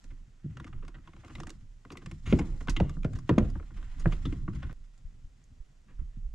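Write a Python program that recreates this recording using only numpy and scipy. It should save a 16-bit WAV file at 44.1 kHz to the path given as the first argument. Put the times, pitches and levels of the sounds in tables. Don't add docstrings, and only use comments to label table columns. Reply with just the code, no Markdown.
import sys
import numpy as np
from scipy import signal
from scipy.fft import rfft, irfft
from scipy.io import wavfile

SR = 44100
rng = np.random.default_rng(int(sys.argv[2]) if len(sys.argv) > 2 else 0)


def int16_out(signal):
    q = np.round(np.clip(np.atleast_2d(signal).T, -1, 1) * 32767)
    wavfile.write(sys.argv[1], SR, q.astype(np.int16))


N = 279594

# t/s, peak level/dB, strongest f/Hz
THUMPS = [(0.44, -30, 153), (0.457, -29, 128.5), (1.413, -42.5, 142), (2.064, -39.5, 184), (2.11, -36, 157),
          (2.269, -28, 56.5), (2.323, -13.5, 150), (2.332, -12.5, 243), (2.409, -25, 262),
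          (2.679, -29.5, 161), (2.767, -31, 59.3), (2.803, -12.5, 146), (2.967, -31, 185),
          (3.047, -17, 128.4), (3.291, -15.5, 275), (3.298, -17, 282), (3.307, -14, 120.8),
          (3.377, -9.5, 218.6), (3.409, -19, 110), (3.553, -29, 70.7), (4.054, -15, 157),
          (4.252, -25.5, 100), (4.265, -27, 271), (4.324, -29, 307), (4.359, -34, 120), (4.478, -26, 186),
          (4.628, -35.5, 59.3), (4.695, -35.5, 93), (6.01, -34.5, 61), (6.166, -36.5, 95)]
# f/Hz, width/Hz, level/dB
HULL_MODES = [(58, 19, -0.5), (77.4, 13, 0), (103.6, 14, -0.5), (150.1, 41.2, 3.5), (158.44, 24.8, 5),
              (191.3, 22, -4.5), (264.4, 70, -5.5), (322.7, 34, -2), (355.4, 34, -6), (460, 24, -14),
              (509.3, 71, -19), (680, 17, -10.5)]
BOUNCE_S, BOUNCE_SHARE = 0.006, 0.35
SPOT_WIDTH_SHARE, SPOT_DB = 0.12, 6.0
TRAVEL_S = 0.005645


def thumps(focus_db=4.0, scatter_db=4.5, soft_hz=560, rattle_db=-43.5, rattle_s=0.045):
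    out = np.zeros((2, N))
    t = np.arange(SR // 3) / SR
    hull_hz = np.array(HULL_MODES)[:, 0]
    for s, peak_db, pitch_hz in THUMPS:
        push = from_db(rattle_db) * grit(len(t), spread_db=3.0) * np.exp(-t / rattle_s)
        when = np.r_[0, rng.uniform(.2, 2.5, 6)]
        strength = np.exp(-when) * np.r_[1, BOUNCE_SHARE * rng.uniform(-1, 1, 6)]
        np.add.at(push, (when * BOUNCE_S * SR).astype(int), strength)
        octaves_off = np.log2(hull_hz / pitch_hz)
        colour = -focus_db * octaves_off ** 2 + scatter_db * rng.standard_normal(len(HULL_MODES))
        cut_hz = soft_hz * from_db(0.48 * (peak_db + 18.5))
        spot = (pitch_hz, SPOT_WIDTH_SHARE * pitch_hz, SPOT_DB)
        boom = resonate(low_pass(push, cut_hz), HULL_MODES + [spot], [*colour, 0], TRAVEL_S)
        add(out, s - 0.001, boom, peak_db, -.3)
    return out


# t/s, peak level/dB, treble level/dB against the peak, strongest f/Hz
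TAPS = [(0.04, -50, -2, 1470), (0.57, -39, -16, 1320), (0.599, -36.5, -18, 1420),
        (0.643, -38.5, -15.5, 1700), (0.677, -47, -14, 1250), (0.849, -49.5, -11, 1130),
        (0.88, -42.5, -8.5, 1410), (0.983, -52.5, -32, 1250), (1.074, -43, -22, 1070),
        (1.133, -46, -21, 1110), (1.164, -50, -11, 802), (1.246, -45.5, -8.5, 1990),
        (1.28, -47.5, -8, 1040), (1.352, -38.5, -7, 1980), (1.382, -44, -20, 1200),
        (1.401, -34.5, -7.5, 1640), (1.433, -38.5, -7, 1210), (1.469, -37, -5.5, 920),
        (1.493, -42.5, -3.5, 2220), (1.502, -43.5, 1.5, 1300), (1.85, -42.5, -18, 1070),
        (1.903, -37.5, -18, 1480), (1.953, -42.5, -48, 1080), (1.971, -38, -8, 1980),
        (2.06, -37.5, -6.5, 1770), (2.113, -38.5, -7.5, 1830), (2.325, -22.5, -28, 940),
        (2.673, -33.5, -15, 1130), (2.683, -24.5, -24, 1500), (2.8, -22.5, -20.5, 714),
        (2.894, -38.5, -7.5, 1150), (2.968, -44.5, -66, 1010), (3.031, -41.5, -13, 2330),
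        (3.045, -33.5, -16, 1440), (3.133, -44, -5, 1610), (3.187, -43.5, -5.5, 1110),
        (3.292, -19.5, -20, 1010), (3.318, -47, -26.5, 1160), (3.381, -21, -15.5, 1050),
        (3.5, -52, 3, 1030), (3.553, -40.5, -61, 880), (3.598, -42, -50, 1080), (3.627, -51, -45, 1300),
        (3.706, -49, -45, 1200), (3.827, -45.5, -17, 1500), (4.057, -22, -52, 1600),
        (4.479, -35, -54, 1180), (4.629, -35.5, -23, 1540), (4.695, -44.5, -29, 1490),
        (4.709, -46, -28, 1800), (4.977, -75.5, 15, 2000), (5.439, -79, 21, 2000)]
TAP_S = 0.0032


def taps():
    rows = [(*tap, TAP_S) for tap in TAPS]
    return contacts(rows, rise_share=0.078, spread_db=4.5, tail_db=-23.5, tail_s=0.031, hull_db=-3.0)


# t/s, peak level/dB, treble level/dB against the peak, strongest f/Hz, length/s
SCUFFS = [(0.101, -53, -18.5, 1300, 0.0072), (0.662, -46, -13, 1250, 0.0075),
          (0.727, -46, -34, 1260, 0.0034), (0.821, -49, -26, 1240, 0.0078), (0.94, -47, -22, 1250, 0.0086),
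          (1.23, -48, -44, 720, 0.0089), (1.292, -46.5, -31, 1150, 0.0085), (1.915, -42, -3, 920, 0.0058),
          (2.014, -48.5, -21, 1430, 0.007), (2.253, -38, -11, 1832, 0.018), (2.287, -39, -9, 2210, 0.023),
          (2.314, -53, -34.5, 1080, 0.006), (2.367, -61, 6, 933, 0.0079), (2.386, -25, -12.5, 850, 0.005),
          (2.41, -42.5, -30, 1000, 0.004), (2.605, -40.5, -10, 1060, 0.0041),
          (2.693, -34, 2.5, 2580, 0.0054), (2.762, -27, -15, 2750, 0.0042),
          (3.148, -44.5, -9, 1510, 0.0078), (3.758, -52, -25, 1080, 0.02), (3.992, -48, 0, 1240, 0.0084),
          (4.118, -32, -18.5, 1910, 0.0066), (4.251, -34.5, -15, 3470, 0.0048),
          (4.322, -40.5, -24, 1090, 0.0038), (4.53, -49, -15, 1480, 0.0034),
          (4.618, -41.5, -20, 1430, 0.012), (5.874, -56, -37, 1690, 0.022),
          (5.981, -59.5, -27, 1260, 0.014)]


def scuffs():
    return contacts(SCUFFS, rise_share=0.81, spread_db=2.0, tail_db=-35.5, tail_s=0.11, hull_db=1.0)


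# f/Hz, width/Hz, level/dB
TACKLE_MODES = [(750, 260, -2), (956.5, 81, 6.5), (1182, 500, 4), (1934, 200, 6), (2048, 272, 3.5),
                (2730, 540, -8), (2550, 274, -14), (3430, 980, -6), (4390, 1400, -3), (4900, 150, 3),
                (5324, 530, -4), (6600, 760, 0), (7280, 460, 0), (8700, 1000, -7.5), (10080, 1300, -14),
                (12100, 2300, -39.5)]
TREBLE_FROM_HZ = 3700
DULLING = 0.2
RING_WIDTH_SHARE, RING_DB = 0.078, 5


def split_tackle():
    body = [m for m in TACKLE_MODES if m[0] < TREBLE_FROM_HZ]
    top = [m for m in TACKLE_MODES if m[0] >= TREBLE_FROM_HZ]
    return body, top


def contacts(rows, rise_share, spread_db, tail_db, tail_s, hull_db, focus_db=2.5):
    out = np.zeros((2, N))
    t = np.arange(SR // 5) / SR
    body, top = split_tackle()
    body_hz, top_hz = np.array(body)[:, 0], np.array(top)[:, 0]
    for s, peak_db, treble_db, pitch_hz, length in rows:
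        grains = grit(len(t), spread_db) * (1 - np.exp(-t / (rise_share * length))) ** 2
        rattle = from_db(tail_db) * np.exp(-t / tail_s) * grains
        dull_rattle = signal.lfilter([.3], [1, -.8], rattle)
        force = grains * np.exp(-t / length) + dull_rattle
        colour = 2 * rng.standard_normal(len(TACKLE_MODES))
        pan_db = rng.normal(-.6, 1)

        focus = -focus_db * np.log2(body_hz / pitch_hz) ** 2
        own_ring = (pitch_hz, RING_WIDTH_SHARE * pitch_hz, RING_DB)
        body_sound = resonate(force, body + [own_ring], [*(colour[:len(body)] + focus), 0])
        body_sound = low_pass(body_sound, 7000 * from_db(DULLING * treble_db))
        add(out, s, body_sound, peak_db, pan_db)

        tilt = 0.2 * treble_db * np.log2(top_hz / 6000)
        treble_sound = resonate(force, top, colour[-len(top):] + tilt)
        add(out, s, treble_sound, peak_db + treble_db, pan_db)

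        hull_sound = low_pass(resonate(force, HULL_MODES, colour, TRAVEL_S), 480)
        hull_peak_db = peak_db + hull_db - 4.1 * np.log2(pitch_hz / 1200)
        add(out, s, hull_sound, hull_peak_db, pan_db)
    return out


# t/s, hull rumble level/dB, cloth and line rustle level/dB, rustle treble level/dB
MOVEMENT = [
    [(0.0, -50, -77, -77.5), (0.42, -59, -82.5, -101), (0.52, -37.5, -74, -85), (0.95, -53, -78.5, -92),
     (1.37, -52, -71, -75), (1.74, -58, -83.5, -87), (2.22, -47, -79, -79.5), (2.3, -35.5, -66, -71.5),
     (2.5, -43, -70.5, -71.5), (3.0, -40, -86.5, -79.5), (3.4, -36, -60, -72.5), (3.6, -45.5, -74.5, -81),
     (3.85, -50.5, -66.5, -75.5), (4.14, -36, -62.5, -69), (4.36, -35, -68, -72),
     (4.44, -46.5, -81.5, -80.5), (4.56, -37.5, -65.5, -75.5), (4.73, -38.5, -69, -79)],
    [(4.73, -54.5, -81, -86), (5.99, -65, -86, -91), (6.14, -65, -82, -97), (6.34, -54, -92, -91)],
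]


def movement():
    s, *columns = np.transpose(MOVEMENT[0] + MOVEMENT[1])
    hull_db, rustle_db, treble_db = [np.interp(np.arange(N) / SR, s, c) for c in columns]
    lumps = rng.standard_normal(N) * from_db(5.1 * drift(10.0))
    hull = resonate(lumps, HULL_MODES, -3.5 * np.log2(np.array(HULL_MODES)[:, 0] / 60))
    rumble = from_db(hull_db) * rms_one(low_pass(hull, 220))
    rub = grit(N, spread_db=4.0) * from_db(3.1 * drift(34) + 1.3 * drift(12.0))
    body, top = split_tackle()
    low = low_pass(resonate(rub, body, np.zeros(len(body))), 3600)
    high = resonate(rub, top, np.zeros(len(top)))
    rustle = from_db(rustle_db) * rms_one(low) + from_db(treble_db) * rms_one(high)
    return (rumble + rustle) * np.ones((2, 1))


# t/s of the widest swing, level/dB
LURCHES = [(0.095, -41), (0.782, -38), (1.4, -42), (1.617, -42.5), (2.06, -46), (2.293, -32), (2.499, -31),
           (2.723, -27), (3.0, -30.5), (3.428, -28.5), (3.799, -32.5), (4.06, -24.5), (4.33, -30.5),
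           (4.68, -37), (5.08, -44.5), (6.001, -36), (6.16, -40), (6.27, -31.5)]
# f/Hz, width/Hz, level/dB
CLAMP_MODES = [(29.6, 18, -3), (36.2, 25, -3.5), (20.64, 8.9, -4.5)]
SWAY_RISE_DB_PER_S, SWAY_FALL_DB_PER_S, SWAY_REST_DB = 185.5, 61, -57.5


def sway():
    s, db = np.transpose(LURCHES)[:, :, None]
    since = np.arange(N) / SR - s
    swells_db = db + np.where(since < 0, SWAY_RISE_DB_PER_S, -SWAY_FALL_DB_PER_S) * since
    level_db = np.maximum(swells_db.max(axis=0), SWAY_REST_DB)
    flat = np.zeros(len(CLAMP_MODES))
    swing = resonate(resonate(rng.standard_normal(N), CLAMP_MODES, flat), CLAMP_MODES, flat)
    swing = swing / (np.abs(signal.hilbert(swing)) + 1.8 * swing.std())
    return from_db(level_db) * rms_one(swing) * from_db([[-1.6], [1.6]])


# t/s, peak level/dB, left minus right level/dB
NUDGES = [(5.047, -36.5, 10), (5.24, -38, 4), (5.598, -34.5, -5.5), (5.99, -27.5, -7), (6.25, -34, -6)]


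def nudges(push_s=0.011):
    out = np.zeros((2, N))
    t = np.arange(SR // 4) / SR
    shove = t / push_s * np.exp(-t / push_s)
    bump = resonate(shove, [(35.5, 53.0, -5.5), (72.4, 72, -5.0)], [0, 0])
    for s, peak_db, pan_db in NUDGES:
        add(out, s, bump, peak_db, pan_db)
    return out


# f/Hz, relative level per Hz/dB
AIR_SPECTRUM = [(160, -18), (280, 2.5), (712, -6), (1030, -8), (1410, -8.5), (2980, -11), (4090, -14),
                (6970, -12.5), (10900, -28.5), (15000, -37)]
# f/Hz, likeness (0 to 1)
AIR_LIKENESS = [(300, 0.064), (700, 0.12), (3000, 0.38), (8000, 1), (15000, .3)]
AIR_DB = -74


def air():
    mid, side = rfft(rng.standard_normal((2, N))) * from_db(at_hz(AIR_SPECTRUM))
    alike = np.clip(at_hz(AIR_LIKENESS), 0, 1)
    both = np.sqrt(1 + alike) * mid + np.sqrt(1 - alike) * side * [[1], [-1]]
    return from_db(AIR_DB) * rms_one(irfft(both, N))


def nearby(x, echo_db=-11, t60=0.061):
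    t = np.arange(SR // 8) / SR
    tails = rng.standard_normal((2, len(t))) * from_db(-60 * t / t60)
    bass_cut = signal.butter(1, 300, "high", fs=SR, output="sos")
    tails = signal.sosfilt(bass_cut, tails)
    tails = from_db(echo_db) * tails / np.sqrt(np.sum(tails ** 2, axis=1, keepdims=True))
    return x + signal.fftconvolve(x, tails, axes=1)[:, :N]


def from_db(db):
    return 10 ** (np.asarray(db) / 20)


def rms_one(x):
    return x / np.sqrt(np.mean(x ** 2) + 1e-20)


def drift(rate):
    r = np.exp(-80 * np.pi * rate / SR)
    slow = signal.lfilter([1], [1, -2 * r, r * r], rng.standard_normal(N // 40 + 2002))[2000:]
    return np.interp(np.arange(N) / 40, np.arange(len(slow)), rms_one(slow))


def resonate(x, modes, extra_db, lag_s=0):
    out = 0
    for k, (hz, width, db) in enumerate(modes):
        r = np.exp(-np.pi * width / SR)
        ring = signal.lfilter([1, 0, -1], [1, -2 * r * np.cos(2 * np.pi * hz / SR), r * r], x)
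        lag = round(lag_s * SR * np.sqrt(100 / hz))
        ring = np.r_[np.zeros(lag), ring][:len(x)]
        out = out + (-1) ** k * (1 - r * r) / 2 * from_db(db + extra_db[k]) * ring
    return out


def grit(size, spread_db):
    return rng.standard_normal(size) * from_db(spread_db * np.minimum(rng.exponential(1, size), 5))


def low_pass(x, hz):
    return signal.sosfilt(signal.butter(4, np.clip(hz, 50, 15000), fs=SR, output="sos"), x)


def at_hz(points):
    hz = np.maximum(np.fft.rfftfreq(N, 1 / SR), 1)
    return np.interp(np.log(hz), np.log(np.array(points)[:, 0]), np.array(points)[:, 1])


def add(out, s, sound, peak_db, pan_db):
    at = round(s * SR)
    sound = sound[:N - at] * from_db(peak_db) / np.abs(sound).max()
    out[:, at:at + len(sound)] += sound * from_db([[pan_db / 2], [-pan_db / 2]])


CUT_S = 4.729


def scene():
    small_parts = taps() + scuffs()
    blows = nearby(thumps() + small_parts)
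    t = np.arange(N) / SR
    blows = blows * ((t < CUT_S) | (t > CUT_S + .2))
    return blows + nearby(movement(), echo_db=1.5) + sway() + nudges() + air()


# f/Hz, lead of the left (radians)
PORT_PHASE = [(60, 0), (780, -.4), (3100, -.7), (4820, -.3), (7000, 0)]
CUTOFF_HZ = 15700


def record(dry):
    ports = irfft(rfft(dry) * np.exp(.5j * at_hz(PORT_PHASE) * [[1], [-1]]), N)
    return signal.sosfilt(signal.cheby2(12, 70, CUTOFF_HZ, fs=SR, output="sos"), ports)


dry = scene()
out = record(dry)
int16_out(out)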